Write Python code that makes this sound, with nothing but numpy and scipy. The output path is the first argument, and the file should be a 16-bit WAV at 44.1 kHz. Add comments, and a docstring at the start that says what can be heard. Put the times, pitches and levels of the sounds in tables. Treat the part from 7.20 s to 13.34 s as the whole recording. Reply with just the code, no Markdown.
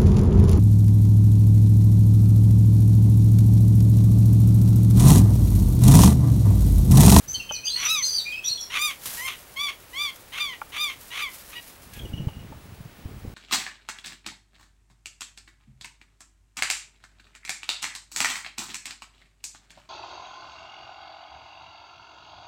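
"""A bird screams again and again, pinned by a cat in dry leaves under a garden shrub.
Its voice breaks between a clear nasal tone (harmonics through throat and beak) and a rasp
(membranes slapping irregularly). Other birds whistle alarms, later pip, among garden echoes.
Leaves crackle in the scuffle, with one dull thud, over faint air noise. A hand-held camera
close by whines faintly, knocks and rumbles in the hand."""
import sys
import numpy as np
from scipy import signal
from scipy.fft import rfft, irfft, next_fast_len
from scipy.io import wavfile

SR = 44100
rng = np.random.default_rng(int(sys.argv[2]) if len(sys.argv) > 2 else 0)


def wav_out(sig):
    """Save sig, one row per channel (or a flat mono array), as 16-bit PCM at SR to the path in sys.argv[1]."""
    wavfile.write(sys.argv[1], SR, np.round(np.clip(np.atleast_2d(sig).T, -1, 1) * 32767).astype(np.int16))


N = 270774
TIME = np.arange(N) / SR

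# outdoor air noise (frequency [Hz], level [dB])
AIR_SPECTRUM = [(12, -28), (20, 1), (54, 2), (200, -5.5), (497, -5.5), (2280, -11.5), (8620, -23.5),
                (15000, -25.5)]
# cat shifting in the leaves (time [s], level [dB], settling time [s])
PAW_STEPS = [(.03, -48, 0.072), (.14, -44.5, 0.067), (.9, -43, 0.16), (1.878, -35, 0.12), (1.945, -37, .14),
             (3.81, -47, 0.11), (4.15, -43, 0.18), (4.45, -49.5, 0.088), (4.745, -50, 0.073)]
# dry leaf crackle (frequency [Hz], level [dB])
LEAF_SPECTRUM = [(200, -9), (1500, -1), (8000, 0), (12500, 3), (15500, -2.5)]
# single leaves and twigs cracking (time [s], level [dB])
TWIG_CRACKS = [(1.857, -30), (2.959, -45.5), (3.811, -50), (4.735, -44), (4.854, -58), (5.545, -58)]
# low rumble (frequency [Hz], level [dB])
RUMBLE_SPECTRUM = [(12, -41), (20, -16), (55, -6.5), (108, -6), (260, -17), (604, -32.5), (900, -38),
                   (1170, -59), (1980, -120)]
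# low rumbles: the hand shifting on the camera, and a dull thud from the scuffle at 1.95 s
# (time [s], level [dB], settling time [s])
LOW_RUMBLES = [(.08, -48, 0.6), (1.95, -50, 0.075), (4.87, -32.5, 0.32), (5.04, -33, 0.047),
               (5.5, -45.5, 0.16), (5.88, -37, 0.15), (6.09, -39, 0.16)]
# hand bumps (time [s], level [dB])
HAND_BUMPS = [(.085, -35), (1.305, -40.5), (4.938, -19), (5.002, -17), (5.07, -15.5), (5.606, -32),
              (5.656, -30.5), (5.855, -22.5), (6.076, -24.5)]
# alarm whistles (start [s], length [s], pitch [Hz], glide [Hz], level [dB])
ALARM_WHISTLES = [(.076, 0.084, 6130, 190, -37.5), (.137, 0.034, 3110, -2, -36),
                  (.142, 0.03, 4357, -420, -34), (.191, 0.036, 2734, -310, -37),
                  (.287, 0.1, 2513, -150, -42.5), (.288, 0.041, 3047, -80, -36.5),
                  (.316, 0.044, 6020, -310, -35.5), (.341, 0.0313, 4425, -700, -37),
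                  (.428, 0.028, 2553, 0, -42.5), (0.454, 0.053, 3254, 1200, -36.5),
                  (.444, 0.064, 6310, 184, -37.5), (0.449, 0.061, 4710, -250, -33.5),
                  (.5, 0.0844, 4228, 356, -31.5), (.576, 0.054, 5860, -300, -35),
                  (.643, 0.038, 5970, 5, -27), (.761, 0.049, 6080, 5, -35.5), (.816, 0.065, 6195, 177, -31),
                  (.823, 0.031, 4284, -400, -27.5), (.844, 0.079, 4776, -400, -34),
                  (.892, 0.082, 6010, -500, -38.5), (.924, 0.076, 4596, -340, -29.5),
                  (.975, 0.054, 3910, -690, -36.5), (1.05, .152, 2505, 253, -34.5),
                  (1.117, 0.029, 3180, -410, -41), (1.232, 0.082, 3790, 1303, -37),
                  (1.24, 0.055, 5795, -200, -31.5), (1.28, 0.065, 4306, -330, -29.5),
                  (1.369, 0.024, 3410, -200, -41.5), (1.39, 0.06, 5550, -460, -37.5)]
# falling pips of a farther bird (start [s], level [dB])
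FAR_PIPS = [(4.786, -45.5), (4.845, -48), (4.928, -43.5), (4.972, -44), (5.009, -51), (5.078, -47.5),
            (5.128, -49), (5.189, -54)]
# knocks on the camera body (time [s], peak [dB], tilt [dB/octave], rattle [dB])
BODY_KNOCKS = [(0.3097, -22, -1, -24), (3.415, -19.5, -0.5, -23), (5.085, -33.5, -2, -18),
               (5.323, -35.5, -6, -10)]
# camera casing modes (frequency [Hz], level [dB])
CASING_MODES = [(620, -2.5), (861, 1), (1168, 0.5), (1378, -0.5), (1647, -8), (2331, -2), (3200, -10.5)]
# screams, the last two feeble (start [s], clear from [s], crest [s], clear until [s], end [s],
# crest pitch [Hz], glide [Hz/s], tone [dB], overtone bite [dB], beamed treble [dB], rasp [dB])
BIRD_SCREAMS = [(.555, .68, .723, .826, 0.83, 1304, 4245, -23, 6, 2, -26),
                (1.499, 1.586, 1.641, 1.723, 1.748, 1232, 3690, -25.5, -1, 12.5, -25.5),
                (1.977, 1.977, 2.06, 2.093, 2.16, 1055, 2385, -32.5, -10.5, 18.5, -31.5),
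                (2.364, 2.364, 2.438, 2.503, 2.535, 1169, 2410, -28.5, 1, 1.5, -26.5),
                (2.733, 2.733, 2.828, 2.91, 2.93, 1194, 3084, -28, 3.5, -1, -36),
                (3.118, 3.2, 3.212, 3.35, 3.37, 1199, 2480, -28, 3, -1, -29.5),
                (3.519, 3.578, 3.623, 3.716, 3.745, 1205, 2873, -27, 1.5, 4, -28),
                (3.903, 4.02, 3.995, 4.097, 4.1, 1233, 3300, -27.5, -1.5, 0.5, -27.5),
                (4.312, 4.352, 4.37, 4.402, 4.39, 962, 1400, -41.5, 3.5, -8, -35.5),
                (4.728, 4.728, 4.74, 4.81, 5.3, 830, 804, -54.5, -6, -3, -65)]
# resonances of the rasp (frequency [Hz], gain [dB])
RASP_RESPONSE = [(600, -16.5), (1270, -3.5), (1650, -3.5), (2200, 1.5), (2900, 3), (3600, -1.5),
                 (5000, -19), (6300, -11), (7800, -24.5), (9500, -17.5), (15000, -30)]
# throat and open beak (frequency [Hz], gain [dB])
THROAT_RESPONSE = [(500, -27), (1100, -5.5), (2100, 3), (3500, 5.5), (4170, -7), (4700, -5), (5550, -12.5),
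                   (6500, -10.5), (7800, -24), (9500, -19), (15000, -24.5)]
# the part of the voice that shakes (frequency [Hz], gain [dB])
GROWL_RESPONSE = [(1400, -22), (2300, -2), (3100, 0.5), (4300, -5.5)]


def gain(db):
    """Decibels to amplitude."""
    return 10 ** (np.asarray(db) / 20)


def unit_rms(x):
    """Scales to rms 1."""
    return x / np.sqrt(np.mean(x ** 2) + 1e-20)


def db_at(spectrum, hz):
    """Interpolates a spectrum over log frequency."""
    points_hz, db = np.transpose(spectrum)
    return np.interp(np.log(hz + 1), np.log(points_hz + 1), db)


def add(mix, start_s, sound):
    """Mixes a sound in at start_s."""
    part = mix[max(round(start_s * SR), 0):][:len(sound)]
    part += sound[:len(part)]


def coloured(x, spectrum):
    """Zero-phase filter; output rms 1."""
    size = next_fast_len(len(x))
    response = gain(db_at(spectrum, np.fft.rfftfreq(size, 1 / SR)))
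    return unit_rms(irfft(rfft(x, size) * response, size)[:len(x)])


def ringing(x, spectrum, size=2048):
    """Minimum-phase filter: each pulse rings on in the resonances; output rms 1."""
    log_gain = np.log(gain(db_at(spectrum, abs(np.fft.fftfreq(size, 1 / SR)))))
    impulse = np.fft.ifft(np.exp(np.conj(signal.hilbert(log_gain)))).real
    return unit_rms(signal.fftconvolve(x, impulse[:size // 2])[:len(x)])


def wander(t, hz):
    """Smooth noise, rms about 1, bandwidth about hz."""
    size = next_fast_len(max(len(t), SR // 2))
    lowpass = np.exp(-(np.fft.rfftfreq(size, 1 / SR) / hz) ** 2)
    return unit_rms(irfft(rfft(rng.standard_normal(size)) * lowpass, size))[:len(t)]


def swells(moves, rise_s):
    """Envelope of movements that build and settle, summed in power."""
    envelopes = (gain(db) * np.exp(-np.maximum((peak_s - TIME) / rise_s, (TIME - peak_s) / fall_s))
                 for peak_s, db, fall_s in moves)
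    return np.sqrt(sum(envelope ** 2 for envelope in envelopes))


def air(db=-51.5):
    """Steady outdoor noise."""
    return gain(db) * coloured(rng.standard_normal(N), AIR_SPECTRUM)


def camera_whine(hz=15625, db=-64.5):
    """Thin tone of the electronics."""
    return gain(db) * unit_rms(np.sin(2 * np.pi * hz * TIME))


def scuffle(thrash_db=-20.5, settle_s=0.12, stir_db=-57, still_db=-63.5, still_from_s=4.9):
    """Force on the leaves: thrashing at each scream, paws, a stir that drops as the cat holds still."""
    thrashes = [(crest_s, db + thrash_db, settle_s)
                for _, _, crest_s, _, _, _, _, db, *_ in BIRD_SCREAMS]
    thrash = swells(thrashes, rise_s=0.15)
    paws = swells(PAW_STEPS, rise_s=0.06)
    stir = gain(np.where(TIME < still_from_s, stir_db, still_db))
    return np.sqrt(thrash ** 2 + paws ** 2 + stir ** 2)


def leaves(grains_per_s=2200, spread_db=2, clump_db=2, crush_db=-4, crack_s=0.01):
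    """Clumps of tiny fractures over a soft crush, with a few louder cracks."""
    grains = (rng.random(N) < grains_per_s / SR) * rng.choice([-1, 1], N)
    grains = grains * gain(spread_db * np.minimum(rng.exponential(1, N), 4))
    crush = gain(crush_db) * rng.standard_normal(N)
    force = scuffle() * gain(clump_db * wander(TIME, 20.5))
    for start_s, db in TWIG_CRACKS:
        add(force, start_s, gain(db) * np.exp(-TIME[:SR // 10] / crack_s))
    return coloured(unit_rms(grains) + crush, LEAF_SPECTRUM) * force


def rumbles(lump_db=4, bump_s=0.0029, bump_hz=110):
    """Lumpy rubbing of the hand, one scuffle thud, and hand bumps that die within a cycle or two."""
    lumps = rng.standard_normal(N) * gain(lump_db * wander(TIME, 57))
    out = coloured(lumps, RUMBLE_SPECTRUM) * swells(LOW_RUMBLES, rise_s=0.077)
    t = TIME[:SR // 10]
    envelope = t / bump_s * np.exp(1 - t / bump_s)
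    for start_s, db in HAND_BUMPS:
        hz = bump_hz * rng.uniform(0.8, 1.25)
        add(out, start_s, gain(db) * envelope * np.sin(2 * np.pi * hz * t))
    return out


def whistle(length_s, hz, glide_hz, db, straight_hz=2410, swift_per_s=7.7, flutter_db=3,
            harmonics_db=(0, -19, -29), side_hz=1400, fade_s=0.0084):
    """Shrill note gliding along a bow; swift glides carry the roughest burr."""
    t = np.arange(0, length_s, 1 / SR)
    position = t / length_s - 0.5
    # long notes arch upwards, short ones scoop
    bow_hz = 0.14 * (hz - straight_hz) * np.tanh((length_s - 0.0512) / 0.014)
    pitch_hz = hz + glide_hz * position - 2 * bow_hz * (position ** 2 - np.mean(position ** 2))
    sweep_per_s = np.ptp(pitch_hz) / hz / length_s
    burr = 0.033 * np.sqrt(sweep_per_s / swift_per_s + 0.012)
    phase = 2 * np.pi * np.cumsum(pitch_hz * (1 + burr * wander(t, 760))) / SR
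    tone = sum(gain(level_db) * np.sin(k * phase) for k, level_db in enumerate(harmonics_db, 1))
    side_depth = gain(-19) * (hz / straight_hz - 1) * wander(t, 260)
    tone *= 1 + side_depth * np.sin(2 * np.pi * side_hz * t)  # faint sidebands
    fade = signal.windows.tukey(len(t), 2 * fade_s / length_s)
    return unit_rms(tone) * gain(db + flutter_db * wander(t, 177)) * fade


def other_birds(pip_s=0.019, pip_hz=2900, first_lift_hz=370, pip_glide_hz=-210):
    """A volley of whistles; later, pips that open high and settle."""
    out = np.zeros(N)
    for start_s, *note in ALARM_WHISTLES:
        add(out, start_s, whistle(*note))
    for k, (start_s, db) in enumerate(FAR_PIPS):
        hz = pip_hz + first_lift_hz * np.exp(-2 * k)
        add(out, start_s, whistle(pip_s, hz, pip_glide_hz, db))
    return out


def camera_knocks(t60_at_1khz_s=0.029, contact_s=0.0019, rattle_s=0.017, low_cut_hz=450):
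    """A short chattering contact rings the casing; high modes die first."""
    out, t = np.zeros(N), TIME[:SR // 10]
    highpass = signal.butter(4, low_cut_hz, "high", fs=SR)
    for start_s, peak_db, tilt_db, rattle_db in BODY_KNOCKS:
        ring = np.zeros(len(t))
        for hz, mode_db in CASING_MODES:
            khz = hz / 1000
            envelope = gain(mode_db + tilt_db * np.log2(khz) - 60 * khz * t / t60_at_1khz_s)
            ring += envelope * rng.choice([-1, 1]) * np.sin(2 * np.pi * hz * t)
        chatter = np.exp(-t / contact_s) + gain(rattle_db) * np.exp(-t / rattle_s)
        contact = rng.standard_normal(len(t)) * chatter
        contact[0] += 1
        knock = signal.lfilter(*highpass, signal.fftconvolve(ring, contact)[:len(t)])
        add(out, start_s, gain(peak_db) * knock / abs(knock).max())
    return out


def rasp(start_s, peak_s, end_s, db, slap_hz=350, low_hz=930, high_hz=1240, chaos=0.1048,
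         tone_db=4, hiss_db=-12, onset_s=0.018, swell_db=14, surge_db=2):
    """Membranes slap irregularly; each slap starts unsteady cycles whose pitch rises with effort."""
    t = np.arange(start_s, end_s, 1 / SR)
    effort = np.interp(t, [start_s, peak_s, end_s], [0, 1, 0])
    breakup = np.minimum((t - start_s) / onset_s, 1) ** 2  # first cycles are clean
    slap_cycles = np.cumsum(slap_hz * np.exp(0.4 * wander(t, 500))) / SR
    slaps = np.diff(np.floor(slap_cycles), prepend=0) * breakup
    pitch_hz = (low_hz + (high_hz - low_hz) * effort) * (1 + chaos * np.sqrt(effort) * wander(t, 562))
    cycles = np.cumsum(pitch_hz) / SR
    tone = sum(np.cos(2 * np.pi * (k * cycles + rng.random())) for k in range(1, 13))
    tone *= np.exp(-2 * (slap_cycles % 1))  # decay after each slap
    hiss = gain(hiss_db) * breakup * rng.standard_normal(len(t))
    voice = ringing(unit_rms(slaps) + gain(tone_db) * unit_rms(tone) + hiss, RASP_RESPONSE)
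    level_db = db + swell_db * (effort - 1) + surge_db * wander(t, 110)
    return voice * gain(level_db) * signal.windows.tukey(len(t), 0.07)


def clear_tone(start_s, crest_s, end_s, crest_hz, glide_hz_per_s, db, bite_db, treble_db, fade_s,
               round_s=0.035, droop_db_per_hz=0.04, slack_db_per_hz=0.05, flutter_db=0.94,
               rough_db=-24.5, break_db=-10, settle_s=0.02, hoarse_below_db=-44.5):
    """Harmonics on one pitch arch, through a throat that tunes up with the pitch as the beak opens."""
    t = np.arange(start_s, end_s, 1 / SR)
    drop_hz = glide_hz_per_s * (np.hypot(t - crest_s, round_s) - round_s)
    hz = crest_hz - drop_hz
    jitter = 0.00695 * wander(t, 300) + 0.00583 * wander(t, 37.7)
    cycles = np.cumsum(hz * (1 + jitter)) / SR
    opening = (hz / 1170) ** 0.35
    voice = np.zeros(len(t))
    for k in range(1, 16):
        beamed = np.clip(k * hz / 3500 - 1, 0, 1)  # the beak beams the high harmonics
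        flicker_db = 2.5 * (0.5 + beamed) * wander(t, 84)
        harmonic_db = db_at(THROAT_RESPONSE, k * hz / opening) + beamed * treble_db + flicker_db
        if k > 2:  # a slack, low voice loses its overtones
            harmonic_db += bite_db - slack_db_per_hz * drop_hz
        voice += gain(harmonic_db) * np.cos(2 * np.pi * (k * cycles + rng.random()))
    to_edge_s = np.minimum(t - t[0], t[-1] - t)
    hoarseness = min(gain(hoarse_below_db - db) ** 2, 1)
    roughness = gain(rough_db) + gain(break_db) * np.exp(-to_edge_s / settle_s) + hoarseness
    growl = coloured(voice * wander(t, 730), GROWL_RESPONSE)  # uneven cycles
    level_db = db - droop_db_per_hz * drop_hz + flutter_db * wander(t, 63)
    return (unit_rms(voice) + roughness * growl) * gain(level_db) * np.minimum(to_edge_s / fade_s, 1)


def caught_bird(edge_s=0.006, overlap_s=0.012, crumble_s=0.034, build_s=0.074):
    """Each scream is a clear tone; the voice may break into a rasp before and after it."""
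    out = np.zeros(N)
    for start_s, clear_s, crest_s, until_s, end_s, *voice, rasp_db in BIRD_SCREAMS:
        tone = clear_tone(clear_s - edge_s, crest_s, until_s + edge_s, *voice, fade_s=2 * edge_s)
        add(out, clear_s - edge_s, tone)
        lead_in = (start_s, clear_s - overlap_s, clear_s + overlap_s)
        tail = (until_s - crumble_s, until_s - overlap_s, end_s)
        for length_s, span in [(clear_s - start_s, lead_in), (end_s - until_s, tail)]:
            if length_s > overlap_s:
                strength = min(length_s / build_s, 1)  # short rasps stay weak
                add(out, span[0], strength * rasp(*span, rasp_db))
    return out


def garden_echoes(x, t60_s, delay_s=0.002, echoes_per_s=2000):
    """Scattered echoes from ground, trunks and walls."""
    t = TIME[:SR]
    taps = rng.standard_normal(SR) * (rng.random(SR) < echoes_per_s / SR)
    taps *= (t > delay_s) * gain(-60 * t / t60_s)
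    return signal.fftconvolve(x, taps / np.linalg.norm(taps))[:N]


def scene():
    """Mono mix: the caught bird close and nearly dry, the others farther off among echoes."""
    caught, others = caught_bird(), other_birds()
    near = caught + gain(-9.5) * garden_echoes(caught, t60_s=0.19)
    far = gain(0.5) * others + gain(-4) * garden_echoes(others, t60_s=0.093)
    far += gain(-1) * garden_echoes(others, t60_s=0.41)
    return (near + far + air() + camera_whine() + leaves() + camera_knocks() + rumbles())[None]


def record(dry, cutoff_hz=15780):
    """The recorder's band limit."""
    lowpass = signal.firwin(1023, cutoff_hz, window=("kaiser", 9), fs=SR)
    return signal.oaconvolve(dry, lowpass[None], "same")


dry = scene()
out = record(dry)
wav_out(out)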